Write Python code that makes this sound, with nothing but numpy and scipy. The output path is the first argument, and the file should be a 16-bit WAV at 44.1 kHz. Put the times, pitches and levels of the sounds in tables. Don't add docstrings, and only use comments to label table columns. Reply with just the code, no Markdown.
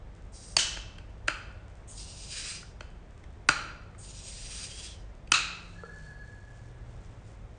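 import sys
import numpy as np
from scipy import signal
from scipy.fft import rfft, irfft, next_fast_len
from scipy.io import wavfile
from scipy.ndimage import uniform_filter1d, map_coordinates

SR = 44100
rng = np.random.default_rng(int(sys.argv[2]) if len(sys.argv) > 2 else 0)


def wav_out(sig):
    wavfile.write(sys.argv[1], SR, np.round(np.clip(np.atleast_2d(sig).T, -1, 1) * 32767).astype(np.int16))


N = 334278
TIME = np.arange(N) / SR
ONE_SECOND = np.arange(SR) / SR


def amp(db):
    return 10 ** (np.asarray(db) / 20)


def unit(x):
    return x / np.sqrt(np.mean(x ** 2) + 1e-20)


def along(points, hz):
    freqs, values = np.transpose(points)
    return np.interp(np.log(hz + 1), np.log(freqs), values)


def curves(rows):
    times, *columns = np.transpose(rows)
    return [np.interp(TIME, times, column) for column in columns]


def bell(t, width):
    return np.exp(-np.minimum((t / width) ** 2, 30))


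def envelope(start, end, rise_s, fall_db_per_s):
    fallen_db = np.clip(fall_db_per_s * (TIME - end), 0, 120)
    return (1 - bell(np.maximum(TIME - start, 0), rise_s)) * amp(-fallen_db)


def wobble(rate):
    knots = rng.standard_normal(int(N * rate / SR) + 4)
    fine = np.linspace(0, len(knots) - 1, 16 * len(knots))
    return np.interp(TIME * rate, fine, map_coordinates(knots, [fine]))


def filtered(x, response):
    size = next_fast_len(len(x) + 8192)
    return irfft(rfft(x, size) * response(np.fft.rfftfreq(size, 1 / SR)), size)[:len(x)]


def resonate(x, modes):
    def response(f):
        return sum((-1) ** k * amp(db) * 1j * f * width / (hz * hz - f * f + 1j * f * width)
                   for k, (hz, width, db) in enumerate(modes))
    return filtered(x, response)


def band(x, low_hz, high_hz):
    return signal.sosfilt(signal.butter(3, [low_hz, high_hz], 'band', fs=SR, output='sos'), x)


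def placed(start, x):
    track, i = np.zeros(N), round(start * SR)
    track[i:i + len(x)] = x[:N - i]
    return track


# frequency in Hz, the kitchen's reverberation time (60 dB of decay) in seconds.
KITCHEN_DECAY = [(150, 0.89), (600, 1), (1400, 0.71), (3000, 0.68), (5000, 0.6), (9000, .42)]

def room_response(build_s=0.0045, wall_s=0.022, wall_db=3):
    hz, t, noise = signal.stft(rng.standard_normal(SR), SR, nperseg=256)
    swell = (1 - np.exp(-t / build_s)) * amp(wall_db * bell(t - wall_s, 0.0051))
    decay = amp(-60 * t / along(KITCHEN_DECAY, hz)[:, None])
    echo = signal.istft(noise * swell * decay, SR, nperseg=256)[1][:SR]
    return echo / np.linalg.norm(echo)


def room(x):
    return signal.fftconvolve(x, room_response())[:len(x)]


# frequency in Hz, relative spectral density of the rumble in dB.
STREET_SPECTRUM = [(12, -30), (20, -9.5), (37, -2), (55, -3.5), (184, -16), (257, -23.5), (557, -24),
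                   (799, -27.5), (1090, -31.5), (2130, -36), (2980, -43), (3570, -43), (4060, -47.5),
                   (6290, -50), (9500, -56), (12400, -91), (20900, -120)]

def street(midband_db=-59.5, drift_db=.5):
    noise = filtered(rng.standard_normal(N), lambda hz: amp(along(STREET_SPECTRUM, hz)))
    rumble = noise / np.std(band(noise, 300, 1200))
    return amp(midband_db + drift_db * wobble(2)) * rumble


# frequency of a hum partial in Hz, level in dB.
HUM_PARTIALS = [(49.7, -54), (100.3, -58)]

def mains_hum():
    return sum(amp(db + 2 * wobble(2)) * unit(np.sin(2 * np.pi * hz * TIME + .3 * wobble(3)))
               for hz, db in HUM_PARTIALS)


# time in seconds, engine pitch in Hz, level in dB.
ENGINE_RUNDOWN = [(5.0, 182, -78), (5.4, 174, -60), (5.95, 164, -54), (6.3, 123, -55), (6.9, 118, -53),
                  (7.55, 106, -57)]

def engine():
    pitch, level_db = curves(ENGINE_RUNDOWN)
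    phase = 2 * np.pi * np.cumsum(pitch * (1 + .015 * wobble(12))) / SR
    return amp(level_db + wobble(9)) * unit(np.sin(phase))


# frequency of a brake disc mode in Hz, half-bandwidth in Hz, relative level in dB.
BRAKE_MODES = [(1692, 35, 0), (1490, 45, -14), (4390, 150, -18)]

def brake(level_db=-52.5):
    pressure = envelope(start=5.745, end=6.125, rise_s=0.027, fall_db_per_s=25)
    main, *weaker = [amp(db) * unit(band(rng.standard_normal(N), hz - half_width, hz + half_width))
                     for hz, half_width, db in BRAKE_MODES]
    return amp(level_db) * pressure * (main + sum(weaker) * np.sqrt(pressure))


def knock(start=5.8355, db=-60.5, room_db=-9, soft_s=0.00038):
    force = ONE_SECOND * np.exp(-ONE_SECOND / soft_s)
    tap = amp(db) * unit(resonate(force, [(465, 52, -3), (1370, 60, 8)]))
    return placed(start, tap + amp(room_db) * room(tap))


# frequency in Hz, relative gain of the bubble clicks in dB before a bass roll-off.
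BUBBLE_SPECTRUM = [(1500, -12), (3000, 2), (4500, -3), (5300, 0), (7000, 1), (9300, -2.5)]

def bubbles(per_s, spread_db):
    bursts = (rng.random(N) < per_s / SR) * rng.choice([-1, 1], N)
    clicks = bursts * amp(spread_db * np.minimum(rng.exponential(size=N), 2))
    direct = filtered(clicks, lambda hz: amp(along(BUBBLE_SPECTRUM, hz)) * hz / (hz + 800))
    return unit(direct + amp(-1.5) * room(direct))


def foam(start=5.55, rise_s=.1, settle_s=0.61, fresh_db=-58.5, calm_db=-72.5, seep_db=-76):
    fizz = bubbles(per_s=500, spread_db=5)
    seep = bubbles(per_s=12, spread_db=6)
    age = np.maximum(TIME - start, 0)
    level_db = calm_db + (fresh_db - calm_db) * np.exp(-age / settle_s) + 3 * wobble(10)
    return amp(level_db) * (1 - np.exp(-age / rise_s)) * fizz + amp(seep_db) * seep


# time in seconds, pitch of the closing gap in Hz.
WHISTLE_GLIDE = [(4.72, 3205), (4.88, 3466), (4.95, 3020)]

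def whistle(db=-53.5, waver=0.026, flutter_db=2.0):
    pitch, = curves(WHISTLE_GLIDE)
    tone = np.sin(2 * np.pi * np.cumsum(pitch * (1 + waver * wobble(400))) / SR)
    gain = envelope(start=4.66, end=4.92, rise_s=.04, fall_db_per_s=198)
    return amp(db + flutter_db * wobble(30)) * gain * unit(room(tone))


def jet(spectrum, cutoff_hz, patchy_db):
    hz, t, noise = signal.stft(rng.standard_normal(N), SR, nperseg=1024)
    cutoff = np.interp(t, TIME, cutoff_hz)
    patches = uniform_filter1d(rng.standard_normal(noise.shape), size=5, axis=0)
    patches = unit(uniform_filter1d(patches, size=16, axis=1))
    high_pass = 1 / np.sqrt(1 + (cutoff / (hz[:, None] + 1)) ** 10)
    gain = amp(along(spectrum, hz)[:, None] + patchy_db * patches) * high_pass
    return unit(signal.istft(noise * gain / np.linalg.norm(gain, axis=0), SR, nperseg=1024)[1][:N])


# frequency in Hz, relative spectral density in dB.
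THIN_JET_SPECTRUM = [(4000, -32), (6000, -21), (6600, -0.5), (7900, -5), (8600, 3.5), (9200, -2.5)]
BROAD_JET_SPECTRUM = [(1000, -2), (1700, -6.5), (2100, -9), (2650, -2.5), (3500, -6.5), (3980, -1.5),
                      (4350, -6), (4900, 2.5), (5250, -4), (5700, -1), (6600, -7), (8500, -11.5)]
# time and half-width in seconds, boost in dB.
GAS_SURGES = [(2.015, .035, 4), (4.275, 0.041, 3.5), (4.595, .05, 2)]
# start, crest, end, widening time and swell rise in seconds; swell, opening boost,
# thin jet base level and broad jet base level in dB; cutoff in Hz before the swell lowers it.
GAS_LEAKS = [(0.314, .39, 0.52, 0.025, .05, 3, -4, -51, -55.5, 4955),
             (1.871, 2.382, 2.549, 0.096, 0.074, 11.5, 7, -49, -49.5, 2610),
             (3.976, 4.598, 4.891, .06, 0.29, 10, 1.5, -49, -53, 2600)]

def hiss(narrowest_hz=5000, swell_db_per_octave=12, spit_db=-11, flutter_db=1.5):
    thin_gain, broad_gain, cutoff_hz = np.zeros(N), np.zeros(N), np.full(N, float(narrowest_hz))
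    for start, crest, end, widen_s, rise_s, swell_db, boost_db, thin_db, broad_db, low_hz in GAS_LEAKS:
        age, past_crest = TIME - start, np.maximum(TIME - crest, 0)
        rise_db = swell_db * bell(np.minimum(TIME - crest, 0), rise_s)
        thin_flow_db = boost_db * bell(age, 0.073) + .85 * rise_db - 24 * past_crest
        flow_db = rise_db - 13.5 * past_crest
        thin_gain += amp(thin_db + thin_flow_db) * envelope(start, end, rise_s=0.011, fall_db_per_s=210)
        broad_gain += amp(broad_db + flow_db) * envelope(start, end, widen_s, fall_db_per_s=135)
        open_hz = low_hz * 2 ** (-np.maximum(flow_db, 0) / swell_db_per_octave)
        cutoff_hz = np.where(age > 0, open_hz + (narrowest_hz - open_hz) * bell(age, widen_s), cutoff_hz)
    wet_jet = jet(THIN_JET_SPECTRUM, cutoff_hz, patchy_db=2.5)
    wet_jet += amp(spit_db) * bubbles(per_s=180, spread_db=8.5)
    thin = thin_gain * amp(wobble(20)) * wet_jet
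    broad = broad_gain * jet(BROAD_JET_SPECTRUM, cutoff_hz, patchy_db=1.5)
    surge_db = sum(db * bell(TIME - time, width) for time, width, db in GAS_SURGES)
    return (thin + broad) * amp(surge_db + flutter_db * wobble(45))


def puff(cavity, room_db, rise_s=0.0017, fall_s=0.024):
    gas = rng.standard_normal(SR) * (1 - np.exp(-ONE_SECOND / rise_s)) * np.exp(-ONE_SECOND / fall_s)
    return unit(resonate(gas, cavity)) + amp(room_db) * unit(resonate(room_response(), cavity))


# mode frequency in Hz, bandwidth in Hz, relative gain in dB.
GAP_MODES = [(1506, 390, -11), (3030, 180, 1), (4050, 520, -7), (5300, 1000, -7), (6270, 990, -4),
             (8400, 2600, -13)]

def spurt(start=.584, db=-43):
    return placed(start, amp(db) * puff(GAP_MODES, room_db=3.0))


# mode frequency in Hz, bandwidth in Hz, relative gain in dB.
NECK_MODES = [(1320, 150, -2.5), (2613, 170, 0.5), (3950, 310, -2), (4750, 920, -12), (6800, 1200, -12.5)]

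def pop(start=5.336, db=-39.0):
    return placed(start, amp(db) * puff(NECK_MODES, room_db=0.5))


# mode frequency in Hz, bandwidth in Hz, relative gain in dB.
CAP_MODES = [(139, 22, -2.5), (313, 54, -4), (450, 110, -9), (607, 72, -4), (857, 120, -3.5),
             (1432, 170, 9), (1690, 490, -10), (2270, 94, -13.5), (2560, 320, -0.5), (3070, 260, -4),
             (4283, 220, 1), (4900, 92, 1.5), (5800, 410, -5), (6900, 450, -6.5), (7450, 230, -4.5),
             (8900, 1100, -10)]
CAP_BANDS = [(110, 950), (1130, 2000), (2050, 3500), (3500, 9800)]

def cap_vibration(force, levels_db, pitch_ratio):
    shaken = resonate(force, [(hz * pitch_ratio, width, db) for hz, width, db in CAP_MODES])
    bands = [amp(db) * unit(band(shaken, *limits)) for db, limits in zip(levels_db, CAP_BANDS)]
    return sum(bands) * np.sqrt(.005)


# frequency of a bottle mode in Hz, relative level in dB, time to decay 60 dB in seconds.
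GLASS_MODES = [(2656, 0, .75), (3000, -3, .55), (3093, -3, .55), (4775, -4, .38), (6540, -8, .3)]
# start in seconds; knock, cap, ring and edge band levels in dB (rms of a 5 ms burst);
# pitch ratio of the cap's modes; level of the glass ring in dB.
OPENER_SLIPS = [(0.5661, -26, -28.5, -19.5, -15, 1.066, -40.5), (.769, -42, -39, -43, -49, .99, -68),
                (0.9823, -56, -48, -47, -56.5, 1.04, -77), (1.274, -55, -42, -50, -52, 1.05, -72),
                (1.28, -30.5, -19.5, -22.5, -30.5, 1.011, -48.5),
                (2.628, -65.5, -46.5, -61, -66, 1.02, -79), (2.8063, -42.5, -39, -43, -49, 1.017, -63.5),
                (3.2375, -56, -56, -59, -62.5, 1.26, -77), (3.4876, -22.5, -11.5, -17, -20, 0.977, -44),
                (3.947, -62, -52.5, -67, -71, .88, -85), (5.273, -77, -69, -54, -60, 1.07, -78),
                (5.3181, -28.5, -18, -15, -17.5, 1.01, -46.5)]

def snaps(slip_s=.004, after_db=-20, after_s=0.035, room_db=-7.5):
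    out, t = np.zeros(N), ONE_SECOND
    for start, *levels_db, pitch_ratio, glass_db in OPENER_SLIPS:
        friction = rng.choice([-1, 1], SR) * ((t < slip_s) + amp(after_db) * np.exp(-t / after_s))
        ring = sum(amp(glass_db + db - 60 * t / t60) * np.sin(2 * np.pi * hz * t)
                   for hz, db, t60 in GLASS_MODES)
        direct = cap_vibration(friction, levels_db, pitch_ratio) + ring
        walls = room_response()
        echo = cap_vibration(walls, levels_db, pitch_ratio) + signal.fftconvolve(ring, walls)[:SR]
        out += placed(start, direct + amp(room_db) * echo)
    return out


def scene():
    bottle = snaps() + spurt() + pop() + knock() + hiss() + whistle() + foam()
    mono = bottle + engine() + brake() + street() + mains_hum()
    return np.array([mono, mono])


def record(dry, ceiling=.8, top_hz=9280):
    rounded = dry / (1 + np.abs(dry / ceiling) ** 4) ** (1 / 4)
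    return np.array([filtered(x, lambda hz: np.clip((top_hz - hz) / 60 + .5, 0, 1)) for x in rounded])


dry = scene()
out = record(dry)
wav_out(out)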